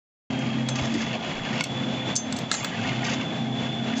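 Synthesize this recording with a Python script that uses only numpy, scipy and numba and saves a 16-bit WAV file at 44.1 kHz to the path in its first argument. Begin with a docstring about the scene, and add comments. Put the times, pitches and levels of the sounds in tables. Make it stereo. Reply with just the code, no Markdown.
"""Steel knocks, clinks and scrapes as hands adjust the guides of a running bottle capping machine.
Each blow is a short crack plus ringing modes; sliding parts stick and slip, a handle grates free.
Behind them plastic bottles chatter along the rails, a belt whines, rubber capping wheels churn,
and the drive hums and shakes the frame, over the noise of a factory hall.
A gain control ducks after the loudest blows."""
import sys
import numpy as np
from scipy import signal
from scipy.fft import rfft, irfft
from scipy.io import wavfile
from scipy.ndimage import uniform_filter1d
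from numba import njit

SR = 44100
rng = np.random.default_rng(int(sys.argv[2]) if len(sys.argv) > 2 else 0)


def generate_wav(signal):
    """Clip the signal to [-1, 1] and save it as 16-bit WAV at the path in sys.argv[1]."""
    frames = np.transpose(np.atleast_2d(signal))
    scaled = np.clip(frames, -1, 1) * 32767
    pcm = np.round(scaled).astype(np.int16)
    wavfile.write(sys.argv[1], SR, pcm)


N = 176400
T = np.arange(N) / SR


def undb(db):
    """Decibels to gain."""
    return 10 ** (np.asarray(db) / 20)


def unit(x):
    """Scale to rms 1."""
    return x / np.sqrt(np.mean(x ** 2))


def curve(rows, column=1):
    """One table column, linearly interpolated over time."""
    rows = np.array(rows)
    return np.interp(T, rows[:, 0], rows[:, column])


def pan(lr_db):
    """Stereo gains for a left-minus-right level."""
    return unit(undb(np.array([[lr_db], [-lr_db]]) / 2))


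def decay(t, t60_s):
    """Exponential fall, 60 dB in t60_s."""
    return np.exp(-np.log(1000) * t / t60_s)


def ring_envelope(t, rise_s, t60_s):
    """Soft onset, exponential decay."""
    return (1 - np.exp(-t / rise_s)) ** 2 * decay(t, t60_s)


def wander(rate_hz):
    """Smooth random drift, standard deviation about 1."""
    hold = int(SR / rate_hz)
    steps = np.repeat(rng.standard_normal(N // hold + 2), hold)
    return 1.357 * uniform_filter1d(uniform_filter1d(steps, hold), hold)[:N]


def colour(x, spectrum, tilt_db_oct=0):
    """Minimum-phase, unit-energy filter shaped by (frequency [Hz], level [dB]) points and a tilt."""
    hz, db = np.array(spectrum).T
    octave = np.log2(np.maximum(np.arange(1025) * SR / 2048, 1))
    gain_db = np.interp(octave, np.log2(hz), db) + tilt_db_oct * (octave - np.log2(hz).mean())
    gain_db -= 60 * np.maximum(octave - np.log2(hz[-1]), 0)
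    cepstrum = irfft(np.log(undb(gain_db)))
    cepstrum[1:1024] *= 2
    cepstrum[1025:] = 0
    impulse = irfft(np.exp(rfft(cepstrum)))
    return signal.fftconvolve(x, impulse[None] / np.linalg.norm(impulse), axes=1)[:, :x.shape[1]]


def resonate(x, hz, width_hz):
    """Steep resonance: one band-pass applied twice, output at rms 1."""
    b, a = signal.iirpeak(hz, hz / width_hz, fs=SR)
    return unit(signal.lfilter(b, a, signal.lfilter(b, a, x)))


def ticks(per_s, spread_db):
    """Small random contacts of uneven size, scattered differently to each ear."""
    hits = (rng.random(N) < per_s / SR) * undb(spread_db * np.minimum(rng.exponential(size=N), 4))
    t = T[:SR // 50]
    scatter = rng.standard_normal((2, len(t))) * np.exp(-t / 0.0042)
    hits *= rng.choice([-1, 1], N)
    return unit(signal.fftconvolve(hits[None], scatter, axes=1)[:, :N])


def strike(start_s, modes, crack, crack_db, crack_t60_s=.024, tail_db=-23, tilt_db_oct=0, ring_db=0):
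    """One blow on steel: a noise crack, its room tail and ringing modes."""
    t = T[:SR // 2]
    noise = rng.standard_normal((3, len(t)))
    contact = unit(noise[:2] + 0.068 * noise[2]) * decay(t, crack_t60_s)
    room_tail = undb(tail_db) * rng.standard_normal((2, len(t))) * decay(t, t60_s=0.15)
    blow = undb(crack_db) * colour(contact + room_tail, crack, tilt_db_oct)
    for hz, db, t60_s in modes:
        phase = 2 * np.pi * rng.random() + np.array([[0], [np.pi / 2]])
        gain = undb(db + ring_db + tilt_db_oct * np.log2(hz / 3000))
        blow += gain * ring_envelope(t, 0.0007, t60_s) * np.sin(2 * np.pi * hz * t + phase)
    return np.pad(blow, ((0, 0), (int(start_s * SR), N)))[:, :N]


# hall noise (frequency [Hz], relative density [dB])
HALL_SPECTRUM = [(25, -15.5), (55, -13), (100, 6.5), (200, 10), (330, 2.5), (460, 0.5), (660, 4.5),
                 (850, 0), (1200, -5), (2400, -6), (3300, -6), (3800, -10.5), (5000, -18.5), (7500, -18.5),
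                 (7900, -91), (8500, -61)]


def hall(level_db=-33.5, flicker_db=2.05, wide_above_hz=1010):
    """Machine noise returned by the hall, wide above the bass."""
    mid, side = colour(rng.standard_normal((2, N)), HALL_SPECTRUM)
    side = signal.sosfilt(signal.butter(1, wide_above_hz, "high", fs=SR, output="sos"), side)
    stereo = unit(mid + 0.85 * side * np.array([[1], [-1]]))
    return stereo * undb(level_db + flicker_db * wander(24.79))


# hum harmonics (order [x shaft rate])
SHAFT_ORDERS = [4, 5, 7, 8, 10, 16]
# strength of each harmonic (relative level [dB])
SHAFT_LEVELS_DB = [-7.5, -15.5, -3.5, -7, -30, -18]
# frame resonances (frequency [Hz], width [Hz], relative level [dB])
FRAME_MODES = [(132, 33, -4.5), (163.3, 89, -4.5), (217.7, 72, 0.5), (264.6, 52, 0), (310, 98, -3)]
# shaking of the frame (time [s], level [dB])
SHAKE_ENVELOPE = [(.3, -35.5), (.44, -26.5), (.65, -30.5), (.98, -30), (1.1, -34), (1.3, -43),
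                  (1.57, -29.5), (1.68, -35.5), (1.85, -28.5), (2.1, -37.5), (2.2, -36.5), (2.48, -35.5),
                  (2.6, -41), (2.85, -35), (3.15, -30), (3.5, -31.5), (3.98, -32.5)]


def drive(shaft_hz=32.43, hum_db=1, flutter_db=3.5, frame_db=-4, side_db=-15):
    """Wavering shaft harmonics and the rumbling frame, nearly mono."""
    shaft_angle = 2 * np.pi * np.cumsum(shaft_hz * (1 + 0.0036 * wander(9))) / SR
    hum = 0
    for order, db in zip(SHAFT_ORDERS, SHAFT_LEVELS_DB):
        amplitude = np.sqrt(2) * undb(db + flutter_db * wander(14))
        hum += amplitude * np.sin(order * shaft_angle + 2 * np.pi * rng.random())
    mid, side = unit(sum(undb(db) * resonate(rng.standard_normal((2, N)), hz, width_hz)
                         for hz, width_hz, db in FRAME_MODES))
    frame = mid + undb(side_db) * side * np.array([[1], [-1]])
    return undb(curve(SHAKE_ENVELOPE)) * (undb(hum_db) * hum + undb(frame_db) * frame)


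# capping wheel resonances (frequency [Hz], width [Hz], relative level [dB])
WHEEL_MODES = [(407, 54, -3.5), (642, 26, -2), (695.5, 65, -0.5), (782, 41, -1.5), (940, 270, -7.5)]
# churning (time [s], level [dB])
WHEEL_ENVELOPE = [(.3, -41.5), (2.4, -47), (2.85, -38.5), (4, -39)]


def wheels():
    """Rubber capping wheels churn against passing bottles."""
    churn = sum(undb(db) * resonate(rng.standard_normal((2, N)) + rng.standard_normal(N), hz, width_hz)
                for hz, width_hz, db in WHEEL_MODES)
    return unit(churn) * undb(curve(WHEEL_ENVELOPE))


# belt whine (time [s], pitch [Hz], level [dB])
BELT_WHINE = [(.3, 3230, -42.5), (.6, 3330, -39.5), (.9, 3440, -35.5), (1.3, 3390, -41), (1.6, 3400, -40.5),
              (1.78, 3470, -38.5), (2.1, 3470, -34.5), (2.25, 3460, -42.5), (2.65, 3450, -42),
              (2.85, 3470, -39.5), (3.3, 3470, -37), (3.78, 3480, -34.5), (3.86, 3460, -38.5)]


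def belt(jitter_hz=15, flutter_db=2.8, skirt_below_hz=50, skirt_rate_hz=280):
    """A wavering whistle over a noise skirt; it climbs as the belt takes load."""
    phase = 2 * np.pi * np.cumsum(curve(BELT_WHINE) + jitter_hz * wander(45)) / SR
    whistle = np.array([undb(flutter_db * wander(70)) * np.sin(phase + 0.83 * wander(12))
                        for _ in range(2)])
    carrier = np.exp(1j * (phase - 2 * np.pi * skirt_below_hz * T))
    roughness = np.array([wander(skirt_rate_hz) + 1j * wander(skirt_rate_hz) for _ in range(2)])
    skirt = (roughness * carrier).real
    return unit(unit(whistle) + unit(skirt)) * undb(curve(BELT_WHINE, column=2))


def neck_taps(per_s=260, low_hz=1488, high_hz=3086, t60_s=.05, spread_db=4):
    """Bottle necks tap each other at random, each at its own pitch."""
    t = T[:SR // 10]
    taps = np.zeros((2, N + len(t)))
    envelope = ring_envelope(t, .001, t60_s)
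    for when, pitch, size, phase_l, phase_r, side in rng.random((int(per_s * N / SR), 6)):
        hz = low_hz * (high_hz / low_hz) ** pitch
        ring = envelope * np.sin(2 * np.pi * (hz * t + np.array([[phase_l], [phase_r]])))
        gain = undb(spread_db * min(-np.log(1 - size), 2.5))
        start = int(when * N)
        taps[:, start:start + len(t)] += ring * gain * pan(12 * (side - .5))
    return unit(taps[:, :N])


# dry ticks of plastic (frequency [Hz], relative density [dB])
RATTLE_SPECTRUM = [(300, -23.5), (700, 3.5), (1100, -0.5), (1550, -3.5), (1800, -4), (2200, 11.5),
                   (3200, 3.5), (4000, -5), (7400, -14), (7900, -68)]
# hollow resonances of bottles and rails (frequency [Hz], width [Hz], relative level [dB])
HOLLOW_MODES = [(682, 59, -4.5), (780, 110, -7), (820, 330, 1.5), (1202, 62, 2), (1440, 34, -2.5)]
# bottle chatter (time [s], level [dB])
CHATTER_ENVELOPE = [(.3, -42), (.65, -41.5), (.82, -33.5), (1.03, -30), (1.12, -38), (1.45, -40),
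                    (1.58, -36.5), (1.7, -52), (1.85, -37), (2.0, -38), (2.25, -50.5), (2.48, -58),
                    (2.54, -33), (2.7, -40.5), (2.85, -34.5), (3.0, -38.5), (3.12, -28), (3.3, -47),
                    (3.95, -41)]


def bottles(rattle_db=1, hollow_db=-6, tap_db=-1.5, flicker_db=3.2):
    """Plastic bottles jostle each other and the rails: dry ticks, hollow rings and taps."""
    rattle = unit(colour(ticks(per_s=700, spread_db=4), RATTLE_SPECTRUM))
    hollow = unit(sum(undb(db) * resonate(ticks(per_s=160, spread_db=0.81), hz, width_hz)
                      for hz, width_hz, db in HOLLOW_MODES))
    jostle = undb(rattle_db) * rattle + undb(hollow_db) * hollow + undb(tap_db) * neck_taps()
    return jostle * undb(curve(CHATTER_ENVELOPE) + flicker_db * wander(22.2)) * pan(lr_db=0.5)


# dull bumps on the frame (peak time [s], pitch [Hz], level [dB], half-length [s])
FRAME_BUMPS = [(0.826, 83, -33, 0.013), (0.959, 299, -22, 0.018), (0.972, 112, -40, 0.021),
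               (1.157, 640, -31.5, 0.02), (2.293, 90, -49, 0.0086), (2.87, 128, -27.5, 0.077)]


def bumps():
    """Soft pushes make the frame boom briefly."""
    booms = 0
    for peak_s, hz, db, half_s in FRAME_BUMPS:
        swell = np.exp(-((T - peak_s) / half_s) ** 2)
        booms += undb(db) * swell * resonate(rng.standard_normal(N), hz, width_hz=0.26 * hz)
    return booms


# parts sliding on the rails (start [s], end [s], level [dB], L-R [dB], tilt [dB/oct])
SLIDES = [(.76, .86, -34.5, 3, -.5), (.92, 1.05, -34, 3, -1.5), (1.35, 1.41, -40, 4, -6),
          (2.33, 2.39, -46, 3, -1), (2.527, 2.553, -25, 6, .5), (2.56, 2.62, -37, 6, -2),
          (2.77, 2.95, -45, 2, -3), (3.05, 3.14, -30, 5, -.5), (3.975, 4.0, -27.5, 6, 0)]
# sliding friction (frequency [Hz], relative density [dB])
SLIDE_SPECTRUM = [(700, -8), (1500, 2), (2500, -4), (3700, 4.5), (4600, 0.5), (5800, 1), (7400, 2),
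                  (7900, -47.5), (8600, -65.5)]


def scrapes(catch_db=2.6, rise_s=0.0085, fall_s=0.019):
    """Gritty stick and slip of parts on steel, catching as they go."""
    slips = ticks(per_s=600, spread_db=3.5) * undb(catch_db * wander(90))
    slides = 0
    for start_s, end_s, db, lr_db, tilt in SLIDES:
        envelope = np.exp(np.minimum(T - start_s, 0) / rise_s - np.maximum(T - end_s, 0) / fall_s)
        slides += unit(colour(slips, SLIDE_SPECTRUM, tilt)) * undb(db) * pan(lr_db) * envelope
    return slides


# thin steel overtones (time [s], frequency [Hz], level [dB])
STEEL_PINGS = [(1.635, 9930, -42), (1.635, 12900, -41), (2.385, 12900, -45), (2.64, 13000, -41),
               (2.638, 15100, -33)]


def pings(rise_s=0.00095, t60_s=0.049):
    """Very high, short rings of the steel at some blows, far right."""
    rings = 0
    for start_s, hz, db in STEEL_PINGS:
        t = np.maximum(T - start_s, 0)
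        rings += undb(db) * ring_envelope(t, rise_s, t60_s) * np.sin(2 * np.pi * hz * t)
    return rings * pan(lr_db=-39)


# light blows on the guides (time [s], level [dB], L-R [dB])
GUIDE_CLINKS = [(.389, -40, 5), (.686, -25.5, 4.5), (2.154, -21, 7), (2.162, -11, 7), (2.363, -37, -5)]
# guide ring (frequency [Hz], relative level [dB], t60 [s])
GUIDE_MODES = [(4520, -20, 0.13), (4740, -24, .1), (5790, -17, 0.1), (6295, -3.5, 0.21), (6510, -16, 0.1),
               (7176, -15, 0.15), (7260, -17, .13), (8200, -5, 0.017), (7830, -3, 0.018)]
# crack of a clink (frequency [Hz], relative density [dB])
CLINK_SPECTRUM = [(800, -33), (2300, -4), (4500, 18), (7000, 27.5), (8200, 3.5), (9000, -35.5),
                  (13000, -52), (16000, -61.5)]


def guide_clinks():
    """Light steel contacts ring high as the guides are set."""
    return sum(undb(db) * pan(lr_db)
               * strike(start_s, GUIDE_MODES, CLINK_SPECTRUM, crack_db=-4.5, crack_t60_s=0.093, tail_db=-33)
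               for start_s, db, lr_db in GUIDE_CLINKS)


# blows on the guide bracket (time [s], level [dB], L-R [dB], tilt [dB/oct], ring [dB])
BRACKET_KNOCKS = [(.688, -19, 8, 1, -10), (.9405, -30.5, -7, 7, -13), (1.025, -28, -4, -7, -13),
                  (1.996, -40, 20, -7, -5), (2.325, -23, 3, 4, -19), (2.365, -27.5, 0.5, 8, -12),
                  (2.388, -30.5, 11, 7, -22), (2.5149, -13.5, 1.5, 2, 1.5), (2.527, -28.5, 12, 10, 6.5),
                  (2.541, -17, 2, -2.5, -22), (2.547, -30.5, 6, 7.5, 11.5), (2.6455, -19, 8, 0.5, -5),
                  (3.113, -45.5, -0.5, -7.5, -3), (3.896, -41, 8, -6.5, -23), (3.981, -35, -7, 12, -18)]
# bracket ring (frequency [Hz], relative level [dB], t60 [s])
BRACKET_RING = [(1330, 3, .03), (1653, 3.5, .025), (1841, -18, .25), (2073, -13, .25), (3871, -23, .15),
                (4113, -11, .07), (4253, 3, .016), (5760, -22, .27), (6540, -20, .27), (7144, -18, .22),
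                (7267, -18, .3)]
# crack of a knock on bracket or handle (frequency [Hz], relative density [dB])
KNOCK_SPECTRUM = [(30, -38), (200, -1.5), (700, 5), (1400, 8.5), (2500, 2.5), (4000, 10.5), (6000, -0.5),
                  (8000, 3.5), (9000, -46.5), (13000, -58), (16000, -70)]


def bracket_knocks():
    """Knocks on the steel bracket; a gripping hand mutes the ring of most."""
    knocks = 0
    for start_s, db, lr_db, tilt, ring_db in BRACKET_KNOCKS:
        blow = strike(start_s, BRACKET_RING, KNOCK_SPECTRUM, crack_db=2, tilt_db_oct=tilt, ring_db=ring_db)
        knocks += undb(db) * pan(lr_db) * blow
    return knocks


# handle ring, rubbed or struck (frequency [Hz], relative level [dB], t60 [s])
HANDLE_RING = [(1450, -10, .05), (2190, 0, .036), (2650, -2, .022), (3430, -9, .025), (4450, -10, .035),
               (5700, -11, .018), (6207, -13, .025), (7190, -17, .02)]
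# slips in the seat (frequency [Hz], relative density [dB])
GRATE_SPECTRUM = [(500, 0), (7300, 8.5), (8000, -57.5)]
# grating (time [s], level [dB])
GRATE_ENVELOPE = [(1.49, -56), (1.53, -33), (1.57, -32), (1.6, -30), (1.625, -31), (1.634, -38),
                  (1.66, -29.5), (1.69, -52)]
# handle knocks (time [s], level [dB], L-R [dB], tilt [dB/oct])
HANDLE_BLOWS = [(1.608, -10, 7, -1.5), (1.6395, -16.5, 4, 8)]


def handle(brighten_db_oct_per_s=45):
    """The steel handle grates in its seat, ever brighter, and knocks as it comes free."""
    slips = colour(ticks(per_s=2200, spread_db=1.5), GRATE_SPECTRUM)
    start_s, end_s = GRATE_ENVELOPE[0][0], GRATE_ENVELOPE[-1][0]
    tilt_db_oct = brighten_db_oct_per_s * (np.clip(T, start_s, end_s) - (start_s + end_s) / 2)
    gains = np.array([undb(db + tilt_db_oct * np.log2(hz / 3000)) for hz, db, _ in HANDLE_RING])
    gains /= np.linalg.norm(gains, axis=0)
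    grate = sum(gain * resonate(slips, hz, width_hz=12 / t60_s)
                for gain, (hz, _, t60_s) in zip(gains, HANDLE_RING))
    envelope = undb(curve(GRATE_ENVELOPE)) * (T > start_s) * (T < end_s)
    knocks = 0
    for time_s, db, lr_db, tilt in HANDLE_BLOWS:
        blow = strike(time_s, HANDLE_RING, KNOCK_SPECTRUM, crack_db=-6, tilt_db_oct=tilt)
        knocks += undb(db) * pan(lr_db) * blow
    return grate * envelope * pan(lr_db=6) + knocks


def scene():
    """The running machine and the hands at work on it."""
    machine = drive() + hall() + bottles() + belt() + wheels()
    hands = scrapes() + guide_clinks() + bracket_knocks() + handle() + pings() + bumps()
    return machine + hands


@njit
def follow(x, attack_s, release_s):
    """One-pole level follower with separate attack and release."""
    levels, level = np.empty(len(x)), 0.
    for i in range(len(x)):
        level += (x[i] - level) / (SR * (attack_s if x[i] > level else release_s))
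        levels[i] = level
    return levels


def record(dry):
    """Gain control ducks after loud blows; the sound cuts in and is low-passed."""
    threshold_db, slope, cut_in_s, top_hz = -22, .7, 0.3, 15800
    level = follow(np.abs(dry).mean(axis=0), attack_s=.004, release_s=.12)
    gain = np.maximum(level / undb(threshold_db), 1) ** -slope
    gate = np.clip((T - cut_in_s) / 0.0039, 0, 1)
    lowpass = signal.ellip(8, .2, 70, top_hz, fs=SR, output="sos")
    return signal.sosfilt(lowpass, dry * uniform_filter1d(gain, size=64) * gate)


dry = scene()
out = record(dry)
generate_wav(out)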